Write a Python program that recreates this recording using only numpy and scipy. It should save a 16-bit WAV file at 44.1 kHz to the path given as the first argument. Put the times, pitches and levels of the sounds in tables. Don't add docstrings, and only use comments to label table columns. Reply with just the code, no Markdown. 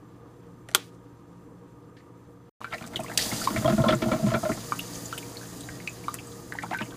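import sys
import numpy as np
from scipy import signal
from scipy.fft import rfft, irfft
from scipy.io import wavfile

SR = 44100
rng = np.random.default_rng(int(sys.argv[2]) if len(sys.argv) > 2 else 0)


def level_to_linear(level):
    exponent = np.asarray(level, float) / 20
    return 10 ** exponent


def to_wav(sig):
    pcm = np.clip(np.atleast_2d(sig), -1, 1) * 32767
    pcm = np.round(pcm).astype(np.int16)
    wavfile.write(sys.argv[1], SR, pcm.T)


N = 306936


def curve(rows):
    s, value = np.transpose(rows)
    return np.interp(np.arange(N) / SR, s, value)


def rms_one(x):
    return x / np.sqrt(np.mean(x ** 2) + 1e-20)


def peak_one(x):
    return x / abs(x).max()


def add(out, s, sound):
    i = round(s * SR)
    out[i:i + len(sound)] += sound[:N - i]


def lasting(events, value):
    return [(*row, value) for row in events]


def drift(rate):
    r = np.exp(-80 * np.pi * rate / SR)
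    draw = rng.standard_normal(N // 40 + 2002)
    slow = signal.lfilter([1], [1, -2 * r, r * r], draw)[2000:]
    return np.interp(np.arange(N) / 40, np.arange(len(slow)), rms_one(slow))


def resonate(x, hz, width_hz):
    r = np.exp(-np.pi * width_hz / SR)
    poles = [1, -2 * r * np.cos(2 * np.pi * hz / SR), r * r]
    return signal.lfilter(np.array([1, 0, -1]) * (1 - r * r) / 2, poles, x)


def modes_of(x, modes):
    return sum((-1) ** k * level_to_linear(db) * resonate(x + 1e-18, hz, w) for k, (hz, w, db) in enumerate(modes))


def shaken(x, modes, spread_db):
    strengths = spread_db * rng.standard_normal(len(modes))
    out = 0
    for k, (hz, w, db) in enumerate(modes):
        out = out + (-1) ** k * level_to_linear(db + strengths[k]) * resonate(resonate(x, hz, w), hz, w)
    return out


def coloured(spectrum, patchy_db):
    hz = np.arange(N // 2 + 1) * SR / N + 1
    corner_hz, db = np.transpose(spectrum)
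    shaped = rfft(rng.standard_normal(N)) * level_to_linear(np.interp(np.log(hz), np.log(corner_hz), db))
    octave = np.log2(hz / 60).clip(0, 8)
    out = 0
    for k in range(9):
        band = irfft(shaped * (1 - abs(octave - k)).clip(0), N)
        out = out + band * level_to_linear(patchy_db * drift(13.0))
    return rms_one(out)


def puff(length, rough):
    t = np.arange(3600) / SR
    noise, lumps = rng.standard_normal((2, len(t)))
    grain = noise * np.exp(rough * lumps) / np.exp(rough ** 2)
    return grain * (1 - np.exp(-t / 0.00015)) * np.exp(-t / max(length, 5e-4))


def bursts(events, sharpness, gain_db, broad_db):
    out = np.zeros(N)
    for s, db, hz, length in events:
        air = puff(length, rough=0.093)
        body = resonate(resonate(air, hz, hz / sharpness), hz, hz / sharpness)
        broad = resonate(air, hz, 2.0 * hz)
        add(out, s, level_to_linear(db + gain_db) * (peak_one(body) + level_to_linear(broad_db) * peak_one(broad)))
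    return out


# frequency in Hz, level in dB per Hz.
ROOM_TONE = [(15, -51.5), (25, -17), (87, -9), (108, -9.5), (145, -6), (166, -5), (200, -10.5), (344, -7),
             (439, -14), (476, -5.5), (560, -20), (1160, -20), (1560, -35), (14800, -47.5), (16000, -67.5)]
# frequency in Hz, width in Hz, level in dB.
FRIDGE = [(120.6, 110, -65), (176.7, 8.9, -59), (286.8, 26, -58), (470.4, 3.8, -62), (944, 3.9, -71),
          (1211, 110, -67), (1530, 710, -71.5), (3400, 160, -88), (6170, 200, -84.5), (7320, 190, -84.5),
          (8710, 200, -88)]
# time in seconds, gain in dB.
GAIN = [(0, 3), (2.5, 1.5), (2.6, 0), (3.1, 9), (3.6, 11.5), (4.7, 10.5), (5.5, 8.5), (6.96, 8)]
ROOM_DB = -52.5
MOTOR_HZ, MOTOR_DB = 117.6, -56


def room_tone():
    hum = 0
    for hz, width_hz, db in FRIDGE:
        line = resonate(resonate(rng.standard_normal(N), hz, width_hz), hz, width_hz)
        hum = hum + level_to_linear(db) * rms_one(line)
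    motor = level_to_linear(MOTOR_DB) * np.sqrt(2) * np.sin(2 * np.pi * MOTOR_HZ * np.arange(N) / SR)
    return level_to_linear(curve(GAIN)) * (level_to_linear(ROOM_DB) * coloured(ROOM_TONE, patchy_db=1.5) + hum + motor)


def kitchen():
    t60_s, tail_db = 0.1184, -11
    t = np.arange(SR // 3) / SR
    tail = rng.standard_normal((2, len(t))) * level_to_linear(-60 * t / [[t60_s], [0.61 * t60_s]])
    tail = signal.lfilter([.4], [1, -.7], tail[0]) + tail[1]
    response = level_to_linear(tail_db) * tail * (t > .004) / np.sqrt(np.sum(tail ** 2))
    response[0] = 1
    for s, db in [(.0052, -14.5), (.0095, -15.5), (0.013, -36.5)]:
        response[round(s * SR)] += level_to_linear(db)
    return response


# start in seconds, peak in dB, centre in Hz, length in seconds.
RUSTLES = [
    (0.4294, -58, 1812, 0.024),
    (1.9655, -52, 2100, 0.027),
    (1.968, -58, 3800, 0.02),
]
GRAINS = [(1.966, -49, 1750, 0.015), (1.968, -56, 3080, .005), (1.969, -58, 4900, .004),
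          (1.985, -58, 4500, .012), (2.005, -49, 1890, .005), (2.742, -30, 654, 0.0075),
          (2.961, -31, 2050, 0.0042), (4.086, -27, 950, 0.0045), (5.179, -26, 3000, .005),
          (5.69, -34, 1510, .004), (6.634, -31, 1260, 0.0046), (6.7115, -23, 720, .008),
          (7.3, -26, 1244, 0.0088), (6.81, -29.5, 1284, 0.0048)]


def rustles_and_grains():
    hand = bursts(RUSTLES, 0.97, gain_db=1.3, broad_db=-30)
    return hand + bursts(GRAINS, 4.7, gain_db=-.3, broad_db=-22)


# start in seconds, peak in dB, contact length in seconds.
SWITCH = [
    (0.6872, -29, 0.0014),
    (0.7052, -42, .0015),
    (0.7135, -33, .0013),
    (0.725, -43, .0015),
    (0.736, -42, 0.0015),
    (0.7465, -48, .001),
    (0.7476, 1, 0.002),
    (0.948, -54, 0.0025),
]
# frequency in Hz, width in Hz, level in dB.
SWITCH_MODES = [(385, 39, 2.5), (776, 460, -14), (1150, 400, -2.5), (1415, 87, 14), (2080, 470, 5),
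                (3250, 797, 2.5), (4600, 700, 1), (6150, 630, 4.5), (8400, 2200, 1.5), (12500, 3800, -10)]
SNAP_S = SWITCH[-2][0]


def switch():
    creaks, snap = np.zeros((2, N))
    for s, db, length in SWITCH:
        contact = modes_of(puff(length, rough=0.67), SWITCH_MODES)
        add(snap if s == SNAP_S else creaks, s, level_to_linear(db) * peak_one(contact))
    return creaks, snap


# frequency in Hz, level in dB per Hz.
SNAP_TAIL = [(180, -31.5), (300, -4), (788, -15.5), (1490, -12.5), (1730, -12), (4300, -16.5),
             (8460, -17.5), (15000, -27.5)]


def snap_tail():
    age = (np.arange(N) / SR - SNAP_S).clip(0)
    decay = level_to_linear(-13.5 - 1364 * age) + level_to_linear(-32.5 - 250 * age) + level_to_linear(-56.0 - 100 * age)
    return coloured(SNAP_TAIL, patchy_db=3.2) * (age > .002) * decay


# start in seconds, peak in dB, centre in Hz, length in seconds.
PANEL = [
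    (0.6885, -37.5, 594, 0.0039),
    (0.689, -38, 1790, .003),
    (0.7125, -42.5, 700, .005),
    (0.742, -41.5, 1200, 0.0033),
    (0.7482, -6, 3305, .0012),
    (0.7484, -12.5, 12000, .001),
    (0.7495, -10.5, 1150, 0.00091),
]


def panel():
    return bursts(PANEL, 2.8, gain_db=-0.33, broad_db=-2.0)


# time in seconds, level in dB.
FROTH = [(2.6, -51.5), (2.74, -62), (2.9, -70), (3.1, -53), (3.55, -49), (3.9, -50), (4.0, -50),
         (4.35, -56), (4.7, -59), (6.0, -60), (6.5, -79), (6.78, -55), (6.96, -60)]
FROTH_PER_S, FROTH_CYCLES = 580, 7.1


def froth():
    born = rng.random(N) < FROTH_PER_S * level_to_linear(4.0 * drift(9)) / SR
    strength = rng.standard_normal(N) * level_to_linear(1.4 * rng.exponential(1, N).clip(0, 4))
    pitch = rng.integers(0, 10, N)
    rings = 0
    for k, hz in enumerate(np.geomspace(900, 4000, num=10)):
        rings = rings + resonate(born * strength * (pitch == k) + 1e-18, hz, hz / FROTH_CYCLES)
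    return level_to_linear(curve(FROTH)) * rms_one(rings)


# start in seconds, peak in dB, centre in Hz.
SPLASHES = [(2.714, -34, 1250), (2.727, -33, 1450), (2.809, -37, 734), (2.937, -37, 780), (3.002, -50, 708),
            (3.097, -28, 1380), (3.149, -40, 750), (3.318, -27, 810), (6.1394, -32.5, 1220),
            (6.634, -22.5, 860), (6.728, -20.5, 860), (6.731, -22, 1570), (6.759, -40, 1530),
            (6.807, -26.5, 870)]
SPRAY = [(2.623, -43, 2320), (2.6426, -32.5, 2370), (2.7135, -42, 3200), (2.7222, -30, 2090),
         (2.7344, -20.5, 2010), (2.7453, -28, 1940), (2.8397, -38.5, 3560), (2.8736, -46, 2360),
         (2.9654, -27, 3000), (3.0044, -35, 2430), (3.062, -32, 2110), (3.0794, -35, 2650),
         (3.1148, -27, 1820), (3.5608, -19, 2060), (4.5173, -21.5, 1950), (4.793, -31, 3400),
         (5.1325, -39, 3120), (5.606, -36.5, 3700), (6.1385, -36.5, 1810), (6.187, -32, 2460),
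         (6.246, -50, 1780), (6.317, -41, 3730), (6.5217, -27, 1830), (6.5523, -36, 1840),
         (6.6235, -30, 2140), (6.7203, -27.5, 2170), (6.74, -30, 2000), (6.8055, -25.5, 1770),
         (6.8174, -28, 2670), (6.8494, -49, 2800)]
FLECKS = [(2.781, -33.5, 2400), (2.823, -31, 1990), (2.851, -39, 1700), (2.934, -35, 1900),
          (4.791, -37, 1500), (4.894, -50, 2000), (4.956, -40, 2790), (5.056, -49, 2200),
          (5.177, -35, 1900), (5.358, -40, 2000), (6.737, -30, 2600), (6.865, -45, 2900), (6.94, -39, 1100)]
TOUCHES = [(2.744, -30, 3600), (2.875, -33, 7000), (2.96, -40, 5000), (4.72, -46, 2400), (5.126, -29, 4240),
           (5.874, -25, 3500), (6.081, -46, 3000), (6.522, -40, 3670), (6.586, -39, 3600),
           (6.712, -53, 3000), (6.786, -27, 3170), (6.818, -32, 3900)]
SPLASH_S, SPRAY_S, FLECK_S, TOUCH_S = 0.0077, 0.0073, 0.0043, 0.00097


def splashes():
    out = bursts(lasting(SPLASHES, SPLASH_S), 3.5, gain_db=-2.7, broad_db=-27)
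    out += bursts(lasting(SPRAY, SPRAY_S), 3.6, gain_db=-0.71, broad_db=-11.0)
    out += bursts(lasting(FLECKS, FLECK_S), 2.0, gain_db=-1.5, broad_db=-3)
    return out + bursts(lasting(TOUCHES, TOUCH_S), 1.5, gain_db=-0.33, broad_db=-14)


# frequency in Hz, width in Hz, level in dB.
CARAFE = [(1530, 14.5, 10.5), (2300, 140, 6.5), (3000, 120, 0.5), (3800, 82, 8.5)]


def drops(rows, tick_db):
    t = np.arange(2600) / SR
    out, ticks = np.zeros((2, N))
    for s, db, hz, cycles, glide in rows:
        age = t * hz / (.3 * max(cycles, 1))
        phase = 2 * np.pi * np.cumsum(hz * (1 + glide * (np.minimum(age, 4) - 1))) / SR
        throb = 1 + .5 * np.cos(2 * np.pi * (t / 0.0066 + rng.random()))
        afterring = 0.26 * np.tanh(age) * np.exp(-t / 0.011) * throb
        swell = age ** 2 * np.exp(2 - 2 * age) + afterring
        add(out, s, level_to_linear(db) * swell * np.sin(phase))
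        add(ticks, s, level_to_linear(db + tick_db) * puff(0.0014, rough=0.75))
    ticks = resonate(ticks + 1e-18, 1600, 2600)
    return out + ticks + modes_of(out + 3.6 * ticks, CARAFE)


# start in seconds, peak in dB, pitch in Hz, length in cycles.
DROPS = [(2.614, -28, 1076, 4.1), (2.6444, -21.5, 1330, 3.8), (2.841, -30.5, 1185, 2.3),
         (3.044, -31.5, 1060, 7.7), (3.1156, -34, 870, 6), (3.1894, -21, 1890, 6.5),
         (3.3144, -26.5, 2060, 11), (3.415, -26.5, 1370, 8.9), (3.473, -11, 1040, 7.9),
         (4.7212, -13, 1170, 5.4), (4.7927, -23, 2750, 13.5), (5.127, -22.5, 1317, 6.9),
         (5.1776, -32, 2900, 5), (5.227, -34, 2270, 6), (5.3696, -29, 4200, 9.2), (5.413, -39, 1560, 5.2),
         (5.6343, -39, 3800, 9.2), (5.688, -30, 1817, 3.9), (5.8017, -31.5, 2080, 2.9),
         (5.875, -19, 2437, 6.4), (6.0387, -39, 2260, 9.5), (6.0819, -17, 1154, 6.2),
         (6.1863, -38, 2270, 2), (6.5231, -23, 1576, 2.7), (6.552, -29, 860, 4.6), (6.5864, -21, 1850, 7.5),
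         (6.6633, -36.5, 1410, 4.2), (6.7458, -20, 1530, 5.9), (6.788, -24.5, 2300, 4.9),
         (6.9217, -42, 1530, 8.3)]
SMALL_RINGS = [(3.658, -28, 3250, 29), (3.819, -34.5, 3360, 12), (3.883, -23.5, 3360, 21),
               (3.907, -23, 3250, 13), (4.086, -46, 3030, 20), (4.117, -28, 2210, 14), (4.283, -45, 3000, 15),
               (4.347, -25.5, 2240, 9.1), (5.134, -43, 2900, 37), (5.431, -37, 1630, 8.5),
               (6.04, -48, 2730, 7.4), (6.149, -36, 2470, 3.4), (6.187, -42, 3140, 8.1),
               (6.821, -34.5, 2855, 17), (6.857, -44, 2240, 11)]
# start in seconds, peak in dB, pitch in Hz, length in seconds.
GLASS_RINGS = [(2.648, -37.5, 1530, 0.018), (4.728, -44, 1530, 0.011), (5.135, -45, 1530, 0.019),
               (5.693, -46, 1885, 0.032), (5.88, -44, 2430, 0.01), (6.088, -48, 1530, .012),
               (6.528, -39, 1530, .015), (6.752, -27, 1530, .022)]
DROP_GLIDE = 0.0174


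def dripping():
    growing = (2.9585, -19, 3500, 9, -.055)
    out = drops(lasting(DROPS, DROP_GLIDE) + [growing], tick_db=-13.0)
    out += drops(lasting(SMALL_RINGS, DROP_GLIDE), tick_db=-7)
    return out + bursts(GLASS_RINGS, 39.0, gain_db=-.3, broad_db=-30)


# start in seconds, peak in dB, centre in Hz.
SPITS = [(2.644, -38, 4070), (2.9584, -38, 3990), (3.0016, -30.5, 8260), (3.1363, -41, 10760),
         (3.1749, -4, 4100), (3.196, -24, 4670), (3.224, -15, 4800), (3.4515, -22, 4600),
         (4.7896, -24, 11980), (5.1818, -29, 8160), (5.875, -34, 7140), (6.1414, -15.5, 10300),
         (6.537, -33.5, 10000), (6.6288, -32.5, 9100), (6.7735, -35, 10300)]
PINGS = [(2.8749, -39, 7800), (3.0347, -29.5, 8400), (3.9494, -27.5, 7300), (4.9551, -27, 6300),
         (5.0549, -26, 6830), (5.177, -30, 8200), (5.6066, -29.5, 7960), (5.8946, -32, 7050),
         (6.2701, -35, 8140)]
SPUTTERS = [(3.192, -24, 3600), (3.212, -25, 3530), (3.236, -28, 3900), (3.255, -33, 3500),
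            (3.29, -40, 3800), (3.332, -31.5, 3600), (3.362, -31, 4000), (3.395, -34, 4200),
            (3.44, -29, 4020)]
WHISTLES = [
    (3.196, -23, 4600, 0.051),
    (3.413, -27.5, 4800, 0.037),
    (3.44, -42, 4900, 0.018),
]
SPIT_S, PING_S, SPUTTER_S = 0.0027, 0.0045, 0.022


def spitting():
    out = bursts(lasting(SPITS, SPIT_S), 1.6, gain_db=-2, broad_db=-12)
    out += bursts(lasting(PINGS, PING_S) + WHISTLES, 7, gain_db=-2, broad_db=-8)
    return out + bursts(lasting(SPUTTERS, SPUTTER_S), 0.97, gain_db=-1.0, broad_db=3.2)


# time in seconds, level in dB.
STEAM = [
    [(2.6, -61), (2.664, -61), (2.784, -54), (2.838, -58), (3.17, -49)],
    [(3.18, -30), (3.21, -35.5), (3.34, -36.5), (3.68, -43.5), (4.06, -45.5), (4.97, -45), (5.38, -48.5),
     (6.15, -52), (6.3, -53.5), (6.96, -54)],
]
# frequency in Hz, level in dB per Hz.
STEAM_COLOUR = [(710, 1.5), (1200, -7), (1440, -6.5), (1850, 1), (2150, -8.5), (3290, -5.5), (4800, -2.5),
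                (5530, -4.5), (6370, 0), (11200, -5), (14000, -9), (15300, -6), (16000, -45)]
# frequency in Hz, width in Hz, level in dB.
JET_BANDS = [(4800, 310, -1), (6690, 660, 7.5), (7190, 56, 3)]
# frequency in Hz, width in Hz.
LID_NOTCHES = [(8450, 190), (11100, 570), (13350, 170), (14800, 270)]
# start in seconds, level in dB over the leak.
GASPS = [
    (2.724, -6),
    (2.863, 9),
    (2.958, 12.5),
    (3.034, 6),
    (3.135, 5),
]
# start in seconds, peak in dB, centre in Hz, length in seconds.
BURST_EDGE = [
    (3.1752, -12.5, 8100, 0.0045),
    (5.178, -33, 12500, 0.0063),
]
GASP_S, JET_SETTLES_S = 0.017, 0.72
CRACKLES_PER_S, CRACKLE_DB = 1000, -9.5
NOTCH_DEPTH = 0.72


def steam():
    jet, t = coloured(STEAM_COLOUR, patchy_db=1.54), np.arange(N) / SR
    strength = rng.standard_normal(N) * level_to_linear(0.97 * rng.exponential(1, N).clip(0, 4))
    droplets = (rng.random(N) < CRACKLES_PER_S / SR) * strength
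    jet = jet + level_to_linear(CRACKLE_DB) * rms_one(resonate(droplets, 7700, 9000))
    for hz, width_hz in LID_NOTCHES:
        jet = jet - NOTCH_DEPTH * resonate(jet, hz, width_hz)
    opens_s = STEAM[1][0][0]
    settled = 1 - 0.25 * np.exp(-abs(t - opens_s) / JET_SETTLES_S)
    gasp_db = sum(db * (t > s) * np.exp(-((t - s) / GASP_S) ** 2) for s, db in GASPS)
    level = level_to_linear(curve(STEAM[0] + STEAM[1]) + gasp_db + 2.5)
    edge = bursts(BURST_EDGE, 1.3, gain_db=0, broad_db=0.5)
    return level * (jet + settled * modes_of(jet, JET_BANDS)) + edge


# start in seconds, peak in dB, centre in Hz.
BOOMS = [
    (3.562, -24, 109),
    (3.722, -20.5, 207),
    (3.788, -25.5, 115),
    (3.927, -20.5, 134),
    (4.236, -16.5, 208),
    (4.275, -29, 122.5),
    (6.808, -33.5, 215),
]
FURTHER_BOOMS = [(2.838, -35, 218), (2.962, -33, 338), (3.572, -26, 227), (3.794, -17, 139), (4.022, -29, 342),
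                 (4.225, -22, 150), (4.268, -24, 122), (4.345, -23, 335), (4.495, -19.5, 316),
                 (6.809, -31, 260)]
BOOM_S = 0.0079


def booms():
    out = bursts(lasting(BOOMS, BOOM_S), 6.7, gain_db=-1.0, broad_db=-18)
    return out + bursts(lasting(FURTHER_BOOMS, BOOM_S * 0.8), 3.6, gain_db=-0.35, broad_db=-25)


# frequency in Hz, width in Hz, level in dB.
THUMP = [(49.6, 26, -15), (125.8, 20.4, -1), (150, 40, -7), (223.8, 24.3, 0.5), (337, 26, -5),
         (410, 150, -35)]
HOLLOW = [(633, 165, 8), (657.8, 120, 13), (892, 49, -7)]
RATTLE = [(1040, 76, -1), (1293, 136, -1.5), (1429, 92, -4)]
CLACK = [(1630, 500, -1.5), (2170, 750, -4), (2627, 88, -3), (2990, 1800, -6), (4600, 6500, -29)]
REBOUND_S, REBOUND_DB = .011, -10


def collapses(rows, length):
    out = np.zeros(N)
    for s, db, thump_db, rattle_db, clack_db in rows:
        families = [(HOLLOW, -1.5, .9), (RATTLE, rattle_db + 3.0, .9), (CLACK, rattle_db + clack_db, 1.1)]
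        for lag, loss_db in ((0, 0), (REBOUND_S * rng.uniform(.7, 1.3), REBOUND_DB)):
            thump = modes_of(puff(length * 0.84, rough=0.57), THUMP)
            add(out, s + 1.496 * lag, level_to_linear(db + thump_db + 0.65 * loss_db) * peak_one(thump))
            for modes, extra_db, share in families:
                ring = shaken(puff(length * share, rough=1.0), modes, spread_db=2.5)
                add(out, s + lag - .0015, level_to_linear(db + extra_db + loss_db) * peak_one(ring))
    return out


# start in seconds, hollow in dB, thump in dB over it,
# rattle in dB over it.
KNOCKS = [(2.727, -29, -9, 0.5), (2.811, -42, 5, 3.5), (2.945, -39.5, 4, 0.5), (2.993, -21, -6, -16.5),
          (3.095, -33, -21, -19), (3.187, -59, -12, 4), (3.259, -37.5, 1, -3), (3.324, -33, 8, -1),
          (3.399, -44, 13, 3), (3.505, -36, 14, 2), (4.544, -31, -5, -25), (4.574, -33.5, 4, -6),
          (6.63, -36.5, 0, 2.5), (6.711, -30, -3, -2), (6.81, -34, 5, -5)]
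CHUGS = [(3.544, -34.5, 13, -7, 4), (3.56, -21.5, 1, -10, -5), (3.574, -43, -5, 6, 15),
         (3.646, -14, -2, -9.5, 0), (3.678, -11.5, -13, -13, 3), (3.698, -21.5, 5.5, -4.5, 2),
         (3.724, -21.5, 3.5, -9.5, 5.5), (3.779, -17, 3, -13.5, 1), (3.797, -17.5, 0, -14, -4),
         (3.824, -27, -17, -12, -2), (3.839, -13.5, -10, -8, -7), (3.86, -20.5, 5.5, -1, -17),
         (3.88, -18, -12, -19, -3), (3.887, -10, -18, -12, 4.5), (3.906, -18, 3, -7.5, 0),
         (3.925, -16, 1, -5.5, 0), (3.939, -56, 7, -13, -1), (4.021, -21, 5.5, -5.5, 1.5),
         (4.058, -20.5, 3, -20, -5), (4.084, -20, -11, -17, 2), (4.116, -16.5, 0.5, -4, -3),
         (4.131, -19, -2, -14, 4), (4.238, -27, 2, -20, -1), (4.265, -25, 7, -6, 1),
         (4.318, -19, -1.5, -12, 1), (4.339, -18.5, 2, -3, -1), (4.357, -18, -4, -11, -4),
         (4.4295, -18.5, -4.5, -12, -9), (4.452, -18.5, -32, -10, 0), (4.492, -19, -1, -7, -7)]
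AFTERCHUGS = [(3.608, -37, 13, -11, 0), (3.624, -27.5, -15, -11, 2), (3.807, -29, -9, -9, -9),
              (4.176, -46, 1, 3, -1), (4.194, -25.5, -3, -21, 5), (4.229, -25, -2, -25, -1),
              (4.283, -27.5, -4, -4, -1), (4.303, -38, 4, 5, 3), (4.372, -43, -9, -11, -3),
              (4.721, -44, 8, 0, -3)]
# time in seconds, level in dB.
SIMMER = [(2.6, -42.5), (2.67, -45), (2.78, -43), (3.63, -32.5), (3.75, -36), (3.92, -48), (4.08, -30),
          (4.25, -36), (4.36, -53), (4.52, -36), (4.75, -46.5), (5.88, -47), (6.74, -48.5), (6.96, -44)]
KNOCK_S, CHUG_S, KNOCK_CLACK_DB = 0.0034, 0.0084, 3


def gurgle():
    out = collapses(lasting(KNOCKS, KNOCK_CLACK_DB), KNOCK_S) + collapses(CHUGS, CHUG_S)
    small = (rng.random((4, N)) < 500 / SR) * rng.standard_normal((4, N)) * level_to_linear(1.4 * drift(23))
    simmer = level_to_linear(curve(SIMMER) + np.array([[36], [24], [22], [12]])) * small
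    for row, modes in zip(simmer, (THUMP, HOLLOW, RATTLE, CLACK)):
        out = out + modes_of(row, modes)
    return out


# start in seconds, end in seconds.
CUT_S = (2.4945, 2.6055)


def scene():
    brewing = np.arange(N) > CUT_S[0] * SR
    creaks, snap = switch()
    near = creaks + panel() + rustles_and_grains()
    near += dripping() + splashes() + spitting()
    near += (gurgle() + froth()) * brewing + collapses(AFTERCHUGS, CHUG_S) + booms()
    echoed = signal.oaconvolve(near, kitchen())[:N]
    return (snap + snap_tail() + echoed + steam() * brewing + room_tone())[None]


def band_limit(x):
    return signal.sosfilt(signal.butter(12, 16480, fs=SR, output="sos"), x)


MIC_LOW_HZ, MIC_TOP_HZ = 25.32, 15280


def record(dry):
    t = np.arange(N) / SR
    gap = (t < CUT_S[0]) | (t > CUT_S[1])
    top_edge = signal.ellip(12, .5, 45, MIC_TOP_HZ, fs=SR, output="sos")
    low_edge = signal.butter(2, MIC_LOW_HZ, "high", fs=SR, output="sos")
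    band = signal.sosfilt(low_edge, signal.sosfilt(top_edge, dry * gap))
    return band_limit(1.476 * np.tanh(band / 1.77))


dry = scene()
out = record(dry)
to_wav(out)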